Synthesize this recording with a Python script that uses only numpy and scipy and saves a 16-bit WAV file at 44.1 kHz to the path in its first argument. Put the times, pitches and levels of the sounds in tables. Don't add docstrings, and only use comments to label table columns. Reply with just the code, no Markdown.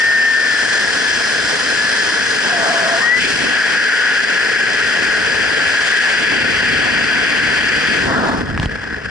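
import sys
import numpy as np
from scipy import signal
from scipy.fft import rfft, irfft, next_fast_len
from scipy.io import wavfile
from scipy.ndimage import uniform_filter1d

SR = 44100
rng = np.random.default_rng(int(sys.argv[2]) if len(sys.argv) > 2 else 0)


def file_out(sig):
    cols = np.atleast_2d(sig).T
    lim = np.clip(cols, -1, 1)
    pcm = np.round(lim * 32767).astype(np.int16)
    wavfile.write(sys.argv[1], SR, pcm)


N = 401300
TIME = np.arange(N) / SR

# frequency in Hz, relative density in dB.
BUFFET_COLOUR = [(15, -30), (30, -12), (50, -2), (80, 1), (120, -3.5), (200, -1), (330, -21), (700, -46)]
ROAR_COLOUR = [(100, -23), (200, -1.5), (350, -1.5), (520, 1), (585, -2), (685, 2), (790, -2), (900, -1),
               (1020, 0.5), (1150, -1), (1500, 0.5), (2100, -19), (3500, -18.5), (8000, -43)]
RUSH_COLOUR = [(1300, -15.5), (1850, 5.5), (2150, 2), (2600, 3), (2900, 0), (3250, 0), (3550, -8),
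               (3850, -21), (4250, -9), (5000, -18.5), (6500, -32)]
HISS_COLOUR = [(2200, -25.5), (3200, 9), (3800, 0.5), (4230, 6.5), (5100, 3), (5500, 3), (5880, 3),
               (6400, 0.5), (7000, -2), (7600, -1), (8600, -6.5), (9950, -6), (10500, -17), (11200, -36)]
CAVITY_COLOUR = [(1100, -35), (1300, -16.5), (1400, -9), (1490, -2.5), (1600, -1), (1690, 3.5),
                 (1790, -6.5), (1880, -4), (2000, -10.5), (2150, -19.5), (2900, -49)]
# frequency in Hz, coherence from 0 to 1.
PORT_LIKENESS = [(30, .92), (90, .9), (250, .72), (430, .8), (700, .6), (1100, .58), (1900, .6),
                 (2400, .38), (3300, .4), (4000, .2), (5500, .5), (7000, .5), (10000, .48)]
# frequency in Hz, lead of the left in radians (negative is late).
PORT_LEAD = [(30, -.12), (90, -.2), (260, -1.3), (450, -1.35), (700, -.9), (1080, -1.7), (1500, -.6),
             (2100, -.6), (2700, -1.8), (3800, -2.4), (5200, -.5), (6500, -1.6), (10000, -1.5)]
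# frequency in Hz, left minus right in dB.
PORT_BALANCE = [(60, 2), (89, -0.5), (130, -0.5), (200, -1), (300, -2), (440, 3), (660, 0.0), (980, 0.5),
                (1460, 1.5), (2180, 5), (3250, 2.0), (4850, -0.5), (7220, -1.5), (10800, -2.5)]
# time in seconds, share of full falling speed.
AIRSPEED = [(8.0, 0.99), (8.12, 0.65), (8.36, 0.52), (8.47, 0.33), (9.1, 0.32)]
# time in seconds, tilt (0 skyward, about 0.6 groundward, 1 ahead).
HEAD_TILT = [(0, 0.021), (2.2, 0.062), (2.4, 0.35), (3.3, 0.24), (3.55, 0.57), (4.3, 0.63), (5.1, 0.61),
             (6.0, 0.71), (6.4, 1), (7.95, 0.93), (8.15, 0.42), (8.5, 0.046)]
# time in seconds, depth (0 clean, 1 churned).
BODY_WAKE = [(.15, .07), (1.35, 0.33), (3.05, 0.19), (3.13, 0.13), (3.23, 0.55), (3.47, 0.51),
             (3.57, 0.075), (4.05, 0.024), (5.25, 0.42), (5.8, 0.34), (5.99, .06), (6.3, 0.57),
             (7.86, 0.55), (7.93, 0.88), (8.2, 0.71), (8.44, 1), (8.66, .98), (8.72, 0.63)]
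# start and length in seconds, then lifts in dB of roar, rush, hiss
ROUGH_AIR = [(2.47, 0.64, 5.5, 1, 0.5, -5), (3.189, .09, -3.5, 6.5, -0.5, 4), (3.24, .2, -1, 1.5, 1, -2),
             (3.39, 0.18, 3, 2.5, 0.5, 4.5), (5.65, 0.53, 0.5, 1, 3, -1), (8.06, 0.34, 12.5, -5, 0.5, 12),
             (8.413, 0.23, 3, -2.5, 0, 5.5), (8.592, .08, 3.5, 4, 6, 1)]
# time in seconds, lift in dB.
CANOPY_GUSTS = [(8.387, 4.5), (8.411, 7), (8.503, 4), (8.526, -1), (8.755, 6), (8.842, 8.5), (8.875, 5.5),
                (8.982, 3), (9.058, 4.5)]
# start, attack, hold and release in seconds, first and last
# pitch in Hz, relative level in dB, left minus right in dB.
EDGE_WHISTLES = [(-.08, .12, 0.23, 0.065, 1830, 1800, -11.5, 2),
                 (.27, 0.045, 0.055, 0.35, 1800, 1765, -13.5, 5),
                 (0.678, 0.054, 0.083, .12, 1745, 1800, -21, 3.5),
                 (.92, 0.11, 0.1135, 0.12, 1785, 1650, -23.5, 6),
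                 (1.68, .14, 0.19, 0.26, 1745, 1688, -22.5, 3),
                 (3.007, 0.1, .035, 0.057, 1818, 2034, -10, 8),
                 (3.798, 0.14, 0.12, 0.15, 1499, 1469, -22.5, 2),
                 (5.799, 0.14, 0.11, 0.14, 1623, 1590, -22.5, 2)]
# time in seconds, pitch in Hz, relative level in dB.
EDGE_HOWL = [(2.52, 718, -31), (2.545, 700, -26.5), (2.86, 651, -25), (2.9, 674, -24.5),
             (2.965, 683, -21.5), (2.99, 690, -37)]
# start in seconds, crack level in dB, pitch
# in Hz, rise in seconds, share of grit, pressure push in dB, push time constant in seconds.
OPENING_SLAPS = [(8.286, -24, 7300, .0004, .5, -40, .001), (8.472, -17, 1500, .0006, .3, -28, .001),
                 (8.55, -16, 1600, .0008, .2, -24, .001), (8.5766, -8, 1350, .0004, .3, -32, .001),
                 (8.598, -12.5, 2900, .0006, .8, -8, .0021), (8.6285, -13, 1700, .0014, .3, -26, .002),
                 (8.6345, -21, 1800, .0009, .8, -10, .0016), (8.6574, -13, 3150, .0008, .7, -8, .0026)]


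def wind(whistling, rush_lift_db=0.5, hiss_dip_db=1.5):
    roar_surge, rush_surge, hiss_surge, hollow_surge = surges()
    rush_lift, hiss_dip = amp(rush_lift_db * whistling), amp(-hiss_dip_db * whistling)
    eddies = churn()
    buffet = blown(level_db=-48.5, wake_db=23, braking_db=-0.5) * turbulence(BUFFET_COLOUR, patchy_db=2)
    roar = blown(level_db=-28.5, wake_db=1, braking_db=5.5)
    roar = roar * roar_surge * turbulence(ROAR_COLOUR, patchy_db=1.5)
    rush = blown(level_db=-26.5, wake_db=-1.5, braking_db=7, facing_db=6, best_tilt=0.96, spread=0.45)
    rush = rush * rush_surge * rush_lift * turbulence(RUSH_COLOUR, patchy_db=0.96)
    hiss = blown(level_db=-31, wake_db=-1, braking_db=13, facing_db=5, best_tilt=0, spread=0.58)
    hiss = hiss * hiss_surge * hiss_dip * turbulence(HISS_COLOUR, patchy_db=0.76)
    ringing = hollows(hollow_surge) + cavity(hiss_dip)
    return buffet + (roar + rush + hiss) * eddies + ringing * eddies ** 0.7


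def cavity(overtone_gain, overtone_hz=5010, sag_hz=200):
    ring = blown(level_db=-17.5, wake_db=-6.5, braking_db=4, facing_db=4, best_tilt=0.85, spread=0.44)
    ring = ring * turbulence(CAVITY_COLOUR, patchy_db=0.5, likeness=[(1500, 0.97), (2100, 0.95)],
                             lead=[(1400, -0.72), (1900, -0.16)])
    overtone = blown(level_db=-28.5, wake_db=-1, braking_db=11, facing_db=1.5, best_tilt=0, spread=0.19)
    pitch_hz = overtone_hz - sag_hz * over_time(HEAD_TILT)[0]
    return ring + overtone * overtone_gain * resonance(pitch_hz, width_hz=247, left_db=1, lag=0.2)


def whistle(start, attack, hold, release, first_hz, last_hz, level_db, left_db, fade_db=11):
    times = start + np.cumsum([0, attack, hold, release])
    pitch_hz = np.interp(times, [times[0], times[-1]], [first_hz, last_hz])
    ends_db = level_db - fade_db
    rows = list(zip(times, pitch_hz, [ends_db, level_db, level_db, ends_db]))
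    return edge_tone(rows, jitter_hz=35.6, shake_db=0.7, lock_db=-20.5,
                     gain_db=1.1, left_db=left_db, lag=0.66)


def edge_tone(rows, jitter_hz, shake_db, lock_db, gain_db, left_db, lag):
    pitch_hz, level_db = over_time(rows)
    loose = 1 / (1 + amp(level_db - lock_db) ** 2)
    turns = np.cumsum(pitch_hz + jitter_hz * (0.1 + loose) * wander(rate_hz=92)) / SR
    sounding = (TIME >= rows[0][0]) & (TIME <= rows[-1][0])
    gate = uniform_filter1d(sounding.astype(float), size=600)
    envelope = gate * amp(level_db + gain_db + shake_db * loose * wander(rate_hz=38))
    return envelope * at_ports(np.exp(2j * np.pi * turns), left_db, lag)


def slaps(push_delay_s=0.0014):
    out, t = np.zeros((2, N)), np.arange(2048) / SR
    hz = np.fft.rfftfreq(len(t), 1 / SR)
    dull = amp(at_hz([(300, -12), (900, 0), (2500, 0), (4000, -10), (8000, -21), (11000, -34)], hz))
    for start_s, crack_db, crack_hz, rise_s, grit, push_db, push_s in OPENING_SLAPS:
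        noise = rng.standard_normal(len(t)) + 0.5 * rng.standard_normal((2, len(t)))
        noise = unit(irfft(rfft(noise) * dull))
        envelope = t / rise_s * np.exp(1 - t / rise_s)
        crack = envelope * ((1 - grit / 2) * np.sin(2 * np.pi * crack_hz * t) + grit * noise)
        age = np.maximum(t - push_delay_s, 0) / push_s
        push = age * (1 - age / 2) * np.exp(-age)
        start = round(start_s * SR)
        out[:, start:start + len(t)] += amp(crack_db) * crack + amp(push_db) * push / push.max()
    return out


def hollows(lower_surge):
    lower = blown(level_db=-41, wake_db=15, braking_db=5, facing_db=4.5, best_tilt=1, spread=0.13)
    lower = lower * lower_surge * resonance(260, width_hz=80, left_db=-1.5, lag=1.3)
    upper = blown(level_db=-34.5, wake_db=6.5, braking_db=5, facing_db=3.5, best_tilt=0.639, spread=0.043)
    return lower + upper * resonance(435, width_hz=70, left_db=2, lag=1.6)


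def resonance(centre_hz, width_hz, left_db, lag):
    swirl = unit(wander(width_hz) + 1j * wander(width_hz))
    turns = np.cumsum(centre_hz * np.ones(N)) / SR
    return at_ports(swirl * np.exp(2j * np.pi * turns), left_db, lag)


def turbulence(colour, patchy_db, likeness=PORT_LIKENESS, lead=PORT_LEAD):
    hz = np.fft.rfftfreq(1024, 1 / SR)
    left_re, left_im, own_re, own_im, patches = rng.standard_normal((5, N // 256 + 5, len(hz)))
    patches = unit(uniform_filter1d(uniform_filter1d(patches, size=10, axis=0), size=14, axis=1))
    shared = at_hz(likeness, hz)
    left = left_re + 1j * left_im
    right = shared * left + np.sqrt(1 - shared ** 2) * (own_re + 1j * own_im)
    right *= np.exp(-1j * at_hz(lead, hz))
    side = amp(at_hz(PORT_BALANCE, hz) / 2)
    in_band = (hz >= colour[0][0]) & (hz <= colour[-1][0])
    frames = np.array([left * side, right / side]) * in_band * amp(at_hz(colour, hz) + patchy_db * patches)
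    noise = signal.istft(frames, nperseg=1024, noverlap=768, time_axis=1, freq_axis=2)[1][:, :N]
    return noise / np.std(noise.mean(0))


def blown(level_db, wake_db, braking_db, facing_db=0, best_tilt=0, spread=1):
    (speed,), (tilt,), (wake,) = over_time(AIRSPEED), over_time(HEAD_TILT), over_time(BODY_WAKE)
    facing = np.exp(-((tilt - best_tilt) / spread) ** 2)
    return amp(level_db + wake_db * wake + braking_db * np.log2(speed) + facing_db * facing)


def churn(fall_flutter_db=0.89, canopy_flutter_db=2.5, swell_db=0.3, gust_s=0.0058):
    depth_db = np.interp(TIME, [8.1, 8.55], [fall_flutter_db, canopy_flutter_db])
    gusts_db = sum(lift_db * np.exp(-((TIME - s) / gust_s) ** 2) for s, lift_db in CANOPY_GUSTS)
    gain = amp(depth_db * wander(rate_hz=82) + swell_db * wander(rate_hz=13) + gusts_db)
    return gain / np.exp((depth_db * np.log(10) / 20) ** 2)


def surges(squareness=5):
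    lift_db = np.zeros((4, N))
    for start, length, *lifts in ROUGH_AIR:
        lift_db += np.outer(lifts, np.exp(-abs(2 * (TIME - start) / length - 1) ** squareness))
    return amp(lift_db)


def at_ports(wave, left_db, lag):
    left, right = wave.real, (wave * np.exp(1j * lag)).real
    return np.sqrt(2) * np.array([amp(left_db / 2) * left, amp(-left_db / 2) * right])


def wander(rate_hz):
    size = next_fast_len(N)
    hz = np.fft.rfftfreq(size, 1 / SR)
    return unit(irfft(rfft(rng.standard_normal(size)) / (1 + (hz / rate_hz) ** 2), size)[:N])


def over_time(rows):
    times, *columns = np.transpose(rows)
    return [np.interp(TIME, times, column) for column in columns]


def at_hz(points, hz):
    point_hz, value = np.transpose(points)
    return np.interp(np.log(hz + 1), np.log(point_hz + 1), value)


def amp(db):
    return 10 ** (np.asarray(db) / 20)


def unit(x):
    return x / np.sqrt(np.mean(abs(x) ** 2) + 1e-20)


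def scene(full_whistle_db=-10):
    whistles = sum(whistle(*row) for row in EDGE_WHISTLES)
    whistling = uniform_filter1d((whistles ** 2).mean(0), size=2000) / amp(full_whistle_db) ** 2
    howl = edge_tone(EDGE_HOWL, jitter_hz=28, shake_db=3, lock_db=-21, gain_db=1.7, left_db=-1, lag=0.64)
    return wind(whistling) + whistles + howl + slaps()


def record(dry, threshold_db=-14, squeeze=0.66, recovery_db_per_s=160, low_cut_hz=34, high_cut_hz=11100):
    x = signal.sosfilt(signal.butter(2, low_cut_hz, "highpass", fs=SR, output="sos"), dry)
    power_db = 10 * np.log10(abs(uniform_filter1d((x ** 2).mean(0), size=180)) + 1e-12)
    recovery_db = TIME * recovery_db_per_s
    held_db = np.maximum.accumulate(power_db + recovery_db) - recovery_db
    over_db = np.maximum(held_db - threshold_db, 0)
    x = x / amp(squeeze * uniform_filter1d(over_db, size=100))
    high_cut = signal.firwin(511, high_cut_hz, window=("kaiser", 9), fs=SR)
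    return signal.oaconvolve(x, high_cut[None], "same")


dry = scene()
out = record(dry)
file_out(out)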